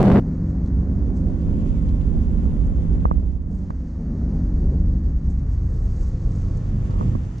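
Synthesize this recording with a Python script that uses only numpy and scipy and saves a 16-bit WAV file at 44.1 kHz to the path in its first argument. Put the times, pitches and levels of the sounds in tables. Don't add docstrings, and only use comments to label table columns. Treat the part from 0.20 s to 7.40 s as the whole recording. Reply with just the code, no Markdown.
import sys
import numpy as np
from scipy import signal
from scipy.fft import rfft, irfft
from scipy.io import wavfile
from scipy.ndimage import uniform_filter1d

SR = 44100
rng = np.random.default_rng(int(sys.argv[2]) if len(sys.argv) > 2 else 0)


def master_out(mix):
    frames = np.transpose(np.atleast_2d(mix))
    ceiling = np.clip(frames, -1, 1)
    pcm = np.round(ceiling * 32767).astype(np.int16)
    wavfile.write(sys.argv[1], SR, pcm)


N = 317520
TIME = np.arange(N) / SR
BINS = np.maximum(np.arange(N // 2 + 1) * SR / N, 1)


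def from_db(db):
    return 10 ** (np.asarray(db) / 20)


def rms_one(x):
    return x / np.sqrt(np.mean(x ** 2) + 1e-20)


def in_time(rows):
    s, *columns = np.transpose(rows)
    return [np.interp(TIME, s, c) for c in columns]


def per_bin(points, beyond=None):
    hz, value = np.transpose(points)
    return np.interp(np.log(BINS), np.log(hz), value, left=beyond, right=beyond)


def coloured(x, spectrum):
    gain = from_db(per_bin(spectrum, beyond=-np.inf))
    return rms_one(irfft(rfft(x) * gain, N))


def drift(rate):
    knots = rng.standard_normal(N // 100)
    position = TIME * 2 * rate + rng.random()
    return rms_one(np.interp(position, np.arange(len(knots)), knots))


def grains(per_s, spread_db):
    sizes = from_db(spread_db * np.minimum(rng.exponential(1, N), 4)) * rng.choice([-1, 1], N)
    return rms_one(sizes * (rng.random(N) < per_s / SR))


def ring(clicks, hz, t60):
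    r = from_db(-60 / (t60 * SR))
    w = 2 * np.pi * hz / SR
    return signal.lfilter([0, np.sin(w)], [1, -2 * r * np.cos(w), r * r], clicks + 1e-18)


def diffuse(spectrum, grain=0):
    droplets = [grains(per_s=900, spread_db=4.0) for _ in range(2)]
    return np.array([coloured(rng.standard_normal(N) + grain * drops, spectrum) for drops in droplets])


def evened(x):
    return x / np.sqrt(uniform_filter1d(x ** 2, size=SR // 5, axis=1))


TURN_START_S, TURN_LENGTH_S = 4.96, 0.52


def facing():
    return np.clip((TIME - TURN_START_S) / TURN_LENGTH_S, 0, 1)


# t/s, width (0 mono, 1 full)
IMAGE_WIDTH = [(.35, 0.003), (1.3, 0.86), (2.9, 0.96), (3.75, 0.0076), (5.9, 0), (6.4, 0.6), (6.8, 0.97),
               (7.2, 0.67)]


def image_width():
    return np.clip(in_time(IMAGE_WIDTH)[0], 0, 1.2)


# t/s, sway of the body level/dB, boom of the cab level/dB
BUMPS = [(0, -28.5, -39), (0.5, -38, -19.5), (1.2, -26, -27), (1.7, -24, -23), (3.0, -27.5, -20),
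         (3.3, -31, -31), (3.75, -35, -30), (4.45, -20.5, -21.5), (5.35, -28, -23), (5.7, -21.5, -26),
         (6.35, -25.5, -29.5), (6.9, -25, -28), (7.2, -40, -36.5)]
# t/s, level/dB
DRONE_LEVEL = [(0, -23.5), (1.45, -23.5), (1.8, -26), (2.05, -24), (2.5, -26), (2.8, -24), (3.17, -34),
               (3.36, -29.5), (3.68, -33.5), (3.82, -30.5), (4.02, -25), (4.65, -26), (5.0, -31),
               (5.5, -31), (5.95, -30.5), (6.15, -27), (6.4, -28), (6.92, -25.5), (7.1, -32), (7.2, -30)]
# f/Hz, density level/dB per Hz
RUMBLE_SPECTRUM = [(8, -28), (23, -12.5), (32, 2), (50, -1.5), (66, 0), (85, -11), (110, -15.5), (170, -28)]
# f/Hz, density level/dB per Hz
DRONE_BACK_SPECTRUM = [(70, -25), (110, -8), (135, -4.5), (175, -3), (222, -2.5), (245, -10), (270, -10.5),
                       (310, -18.5), (400, -16.5), (470, -23), (620, -29.5), (800, -35), (1100, -48)]
# f/Hz, density level/dB per Hz
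DRONE_FRONT_SPECTRUM = [(70, -22), (100, -5.5), (125, 5), (155, -7), (200, -7.5), (255, -18.5), (320, -20),
                        (420, -25), (600, -35.5), (900, -45)]
BOOM_ABOVE_HZ = 46
PATCH_DB, PATCHES_PER_S = 2.8, 11


def road(sway_trim_db=-1.5, boom_trim_db=0.0, back_db=-7.0, front_db=-2.24):
    sway_db, boom_db = in_time(BUMPS)
    (drone_db,) = in_time(DRONE_LEVEL)
    rumble = diffuse(RUMBLE_SPECTRUM)
    low_pass = signal.butter(4, BOOM_ABOVE_HZ, fs=SR, output="sos")
    sway = signal.sosfiltfilt(low_pass, rumble)
    boom = rumble - sway
    turn = facing() * np.pi / 2
    drone_back = from_db(back_db) * np.cos(turn) * diffuse(DRONE_BACK_SPECTRUM)
    drone_front = from_db(front_db) * np.sin(turn) * diffuse(DRONE_FRONT_SPECTRUM)
    drone = (drone_back + drone_front) * from_db(PATCH_DB * drift(PATCHES_PER_S))
    sway = from_db(sway_db + sway_trim_db) * evened(sway)
    boom = from_db(boom_db + boom_trim_db) * evened(boom)
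    return sway + boom + from_db(drone_db) * drone


# t/s, level/dB
ROAR_LEVEL = [(0, -54), (1.45, -57.5), (1.8, -56.5), (2.8, -56), (3.17, -63.5), (3.45, -59.5),
              (3.88, -56.5), (4.08, -54.5), (4.6, -57.5), (4.95, -57.5), (5.3, -56), (5.6, -55.5),
              (6.2, -54.5), (6.85, -52.5), (7.15, -54)]
# t/s, level/dB
WATER_LEVEL = [(0.05, -68.5), (2.64, -70), (3.03, -73), (3.19, -76), (3.45, -70), (4.32, -67), (4.97, -69),
               (5.92, -63.5), (7.15, -65.5)]
# f/Hz, density level/dB per Hz
ROAR_SPECTRUM = [(300, -3), (450, -10.5), (560, -9), (700, -9), (900, -12), (1100, -12.5), (1400, -16),
                 (1580, -18), (1800, -17), (2200, -25.5), (3200, -42.5)]
# f/Hz, density level/dB per Hz
WASH_SPECTRUM = [(1200, -23), (2000, 1), (2700, 1), (3600, -1.5), (4400, -14.5), (6000, -10), (7700, -7.5),
                 (9000, -25), (15000, -44)]
# f/Hz, density level/dB per Hz
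SPRAY_SPECTRUM = [(2500, -37.5), (3800, -2.5), (4500, 3.5), (5300, 1), (6500, 4), (7500, -6), (8500, -11),
                  (10000, -22), (15000, -31.5)]
SURGE_S, SURGE_HALF_S, SURGE_DB = 1.48, .14, 3
WASH_DB, WASH_OPEN_DB = -6.5, 11.5


def wet_tyres(spray_trim_db=-1.5, splash_db=1.0):
    water_db = in_time(WATER_LEVEL)[0] + splash_db * drift(16)
    roar = from_db(in_time(ROAR_LEVEL)[0]) * diffuse(ROAR_SPECTRUM)
    surge_db = SURGE_DB * np.exp(-((TIME - SURGE_S) / SURGE_HALF_S) ** 2 / 2)
    wash_db = water_db + WASH_DB + surge_db + WASH_OPEN_DB * image_width() ** 2
    wash = from_db(wash_db) * diffuse(WASH_SPECTRUM, grain=0.3)
    spray = from_db(water_db + spray_trim_db) * diffuse(SPRAY_SPECTRUM, grain=0.35)
    return roar + wash + spray


# t/s, f/Hz, level/dB
TREAD = [(.5, 200, -48), (1.0, 209, -33), (1.45, 218, -29.5), (1.9, 225, -32.5), (2.6, 231, -35),
         (3.1, 231, -48), (3.8, 230, -48), (4.2, 230, -34), (4.8, 230, -40), (5.3, 230, -60)]


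def tread_hum(waver=.008, rough=.3):
    hz, db = in_time(TREAD)
    angle = 2 * np.pi * np.cumsum(hz * (1 + waver * drift(9.3))) / SR
    return from_db(db) * (1 + rough * drift(8)) * np.array([np.sin(angle), np.cos(angle)])


# t/s, half length/s, level/dB
RUSTLES = [(0.307, 0.008, -68), (0.47, 0.0144, -70), (0.97, 0.024, -66.5), (1.63, 0.012, -73),
           (2.465, 0.0095, -67), (3.367, 0.053, -70.5), (5.109, 0.015, -62.5), (5.333, .02, -67.5),
           (5.587, 0.099, -67.5), (5.835, 0.084, -65), (6.174, 0.062, -64), (6.373, 0.0063, -60)]
# f/Hz, density level/dB per Hz
CLOTH_SPECTRUM = [(2500, -17.5), (4500, -0.5), (6500, 8), (8000, 2), (9500, -9), (13000, -50.5),
                  (16000, -14)]


def rustles():
    strokes = sum(from_db(db) * np.exp(-((TIME - s) / half) ** 2 / 2) for s, half, db in RUSTLES)
    snaps = grains(per_s=9000, spread_db=2.5) * from_db(2.2 * drift(90))
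    return strokes * coloured(snaps, CLOTH_SPECTRUM)


# t/s, level/dB, upper band edge f/Hz
TICKS = [(0.461, -58, 6500), (0.474, -59, 6500), (1.22, -59, 4500), (1.688, -52, 4200), (1.690, -56, 6500),
         (1.812, -56, 4070), (2.313, -54, 3700), (2.73, -59, 6500), (2.803, -56, 3800), (3.504, -44, 1950),
         (3.504, -57, 7000), (6.707, -52, 5800), (7.182, -51, 6500)]


def ticks(decay_s=0.004, trim_db=-0.5, low_share=0.5):
    out = np.zeros(N)
    age = TIME[:SR // 20]
    bursts = rng.standard_normal((len(TICKS), len(age)))
    for (s, db, hz), burst in zip(TICKS, bursts):
        low_hz = hz * np.clip(low_share, .1, .8)
        band = signal.butter(2, [low_hz, hz], "band", fs=SR, output="sos")
        crack = rms_one(signal.sosfilt(band, burst)) * np.exp(-age / decay_s)
        at = int(s * SR)
        out[at:at + len(age)] += from_db(db + trim_db) * crack[:N - at]
    return out


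# t/s, f/Hz, level/dB
SQUEAK = [(1.51, 2900, -72), (1.545, 2400, -64), (1.58, 2100, -65), (1.62, 2000, -70)]


def squeak(waver=.05):
    hz, db = in_time(SQUEAK)
    sounding = (TIME >= SQUEAK[0][0]) & (TIME <= SQUEAK[-1][0])
    angle = 2 * np.pi * np.cumsum(hz * (1 + waver * drift(200))) / SR
    return sounding * from_db(db) * np.sin(angle)


# t/s, tap level/dB, thud level/dB
KNOCKS = [(1.458, -26, -13), (1.506, -35, -17), (2.231, -30, -12), (2.255, -37, -15), (2.8538, 0.3, -11),
          (2.9129, -2.2, -12), (3.5043, -13, -24), (6.8106, -9.5, -20), (6.814, -27, -11),
          (6.9511, -18, -5.5)]
# f/Hz, level/dB, decay time t60/s
CASING_MODES = [(140, -7, .022), (1150, 7.5, .0047), (1247, 2.7, .01), (2000, -30, .015)]
# start t/s, end t/s, level/dB of the slips
RUBS = [(6.695, 6.81, -38), (6.81, 6.835, -35)]
SLIPS_PER_S = 1800
THUD_HZ, THUD_T60_S, THUD_DELAY_S = 215, .018, .002


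def knocks(lag_s=.000065, shell_db=4, shell_hz=250, shell_t60=.0019):
    taps, thuds = np.zeros(N), np.zeros(N)
    slips = rng.standard_normal(N) * (rng.random(N) < SLIPS_PER_S / SR)
    for start, end, db in RUBS:
        taps += from_db(db) * slips * (TIME >= start) * (TIME < end)
    for s, tap_db, thud_db in KNOCKS:
        taps[int(s * SR)] = from_db(tap_db)
        thuds[int((s + THUD_DELAY_S) * SR)] = from_db(thud_db)
    fingertip = signal.butter(3, 980, fs=SR, output="sos")
    nail = signal.butter(3, 1250, fs=SR, output="sos")
    modes = sum((-1) ** k * from_db(db) * ring(taps, hz, t60)
                for k, (hz, db, t60) in enumerate(CASING_MODES))
    rock = signal.sosfilt(fingertip, modes)
    thud = signal.sosfilt(fingertip, ring(thuds, THUD_HZ, THUD_T60_S))
    shell = from_db(shell_db) * signal.sosfilt(nail, ring(taps, shell_hz, shell_t60))
    left = np.interp(TIME - lag_s, TIME, rock)
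    right = -rock - thud
    return np.array([left, right]) + shell


CYLINDERS_DB = [-1, -6.5, 0.5, -11.5]
FIRING_DECAY_S = 0.0048
# f/Hz, density level/dB per Hz
CLATTER_SPECTRUM = [(300, 0), (520, 4), (1000, -13), (1900, -19.5), (2500, -31.5)]


def clatter(cycles, speed, clatter_db=-56):
    firings = cycles * len(CYLINDERS_DB)
    age_s = firings % 1 / (speed * len(CYLINDERS_DB))
    cylinder = firings.astype(int) % len(CYLINDERS_DB)
    bursts = from_db(CYLINDERS_DB)[cylinder] * np.exp(-age_s / FIRING_DECAY_S)
    noises = rng.standard_normal((2, N))
    return from_db(clatter_db) * np.array([coloured(bursts * noise, CLATTER_SPECTRUM) for noise in noises])


def drone_swing_db():
    (db,) = in_time(DRONE_LEVEL)
    return db - db.mean()


# t/s, four-stroke cycle rate f/Hz
ENGINE_SPEED = [(0, 22.94), (.4, 23.11), (1.05, 23.58), (1.8, 23.12), (3.2, 23.0), (3.6, 23.2),
                (4.4, 23.05), (5.1, 23.26), (6.3, 23.1), (7.2, 22.68)]
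# multiple of the cycle rate, facing back level/dB, facing front level/dB
ORDERS_DB = [(3, -33, -43), (4, -29, -28), (5, -41, -35), (6, -38, -50), (7, -29.3, -36), (8, -33, -38),
             (9, -40, -42), (10, -42, -50), (11, -36, -42), (12, -38.5, -49), (13, -45.5, -53),
             (14, -42.5, -50), (15, -53, -54), (16, -49.5, -55), (17, -60, -56), (18, -56, -62),
             (19, -68, -54), (20, -60, -68), (21, -60, -68), (22, -51.5, -53.5), (24, -57.5, -66),
             (25, -58.5, -68), (26, -63, -74), (28, -66, -72), (31, -68, -72), (33, -70, -78),
             (34, -71, -78), (35, -69, -80), (39, -72, -80), (40, -66, -80), (41, -71, -78), (45, -68, -80),
             (46, -74, -80), (48, -69.5, -63.5), (49, -78, -74), (52, -75, -85), (56, -77, -72.5),
             (61, -75, -85), (62, -78, -85), (65, -74, -82)]
# t/s, level/dB
WHINE_LEVEL = [(0, -4.5), (1.0, -2), (1.5, 1), (2.8, -1), (3.5, -4), (5.1, -6), (5.65, 2.5), (6.2, -1.5),
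               (6.7, -2), (7.2, -3)]
WHINE_FROM_ORDER = 16
ENGINE_DB, ENGINE_FOLLOWS, ENGINE_FRONT_DB = -1.3, .9, 3.0


def engine(rough=.33, unsteady=.0012, flutter_db=2.4):
    (speed,), (whine_db,), front = in_time(ENGINE_SPEED), in_time(WHINE_LEVEL), facing()
    cycles = np.cumsum(speed * (1 + unsteady * drift(8))) / SR
    out = clatter(cycles, speed)
    gain = from_db(ENGINE_DB + ENGINE_FOLLOWS * drone_swing_db() + ENGINE_FRONT_DB * front)
    for order, back_db, front_db in ORDERS_DB:
        sway_db = flutter_db * order / ORDERS_DB[-1][0] * drift(2.4)
        order_db = back_db + front * (front_db - back_db) + sway_db
        order_db = order_db + whine_db * (order >= WHINE_FROM_ORDER)
        level = from_db(order_db) * (1 + rough * drift(11))
        angle = 2 * np.pi * (order * cycles + rng.random())
        out += level * np.array([np.sin(angle), np.cos(angle)])
    return gain * out


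# f/Hz, level/dB
SPREAD = [(30, -8), (70, -7.5), (105, -9.5), (170, -21.5), (300, -17.5), (520, -10.5), (900, 4.5),
          (1600, 0), (2800, 0.5), (4700, -3.5), (8200, 3.5)]
# f/Hz, level difference/dB
LEAN = [(30, -8), (65, -6), (105, -2.5), (200, -3), (420, -5.5), (750, -7), (1100, 2.5), (3000, -1),
        (4000, -3.5), (6000, -1.5), (7800, 3)]
NARROW_BELOW_HZ, NARROW_FRONT_DB = 140, -13.5


def at_the_ears(common, differing):
    soft_ends = signal.windows.tukey(N, .004)
    lean = np.tanh(per_bin(LEAN) * np.log(10) / 20 / 2)
    spread_part = rfft(differing * soft_ends) * from_db(per_bin(SPREAD))
    lean_part = rfft(common * soft_ends) * lean
    side = irfft(spread_part + lean_part, N)
    low_pass = signal.butter(2, NARROW_BELOW_HZ, fs=SR, output="sos")
    bass = signal.sosfiltfilt(low_pass, side)
    side = side - bass + from_db(NARROW_FRONT_DB * facing()) * bass
    return common + image_width() * side * np.array([[1], [-1]])


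def scene():
    common, differing = road() + wet_tyres() + tread_hum() + engine()
    small_sounds = rustles() + ticks() + squeak()
    return at_the_ears(common + small_sounds, differing) + knocks()


def record(dry):
    return signal.sosfilt(signal.cheby2(12, 70, 15700, fs=SR, output="sos"), dry)


dry = scene()
out = record(dry)
master_out(out)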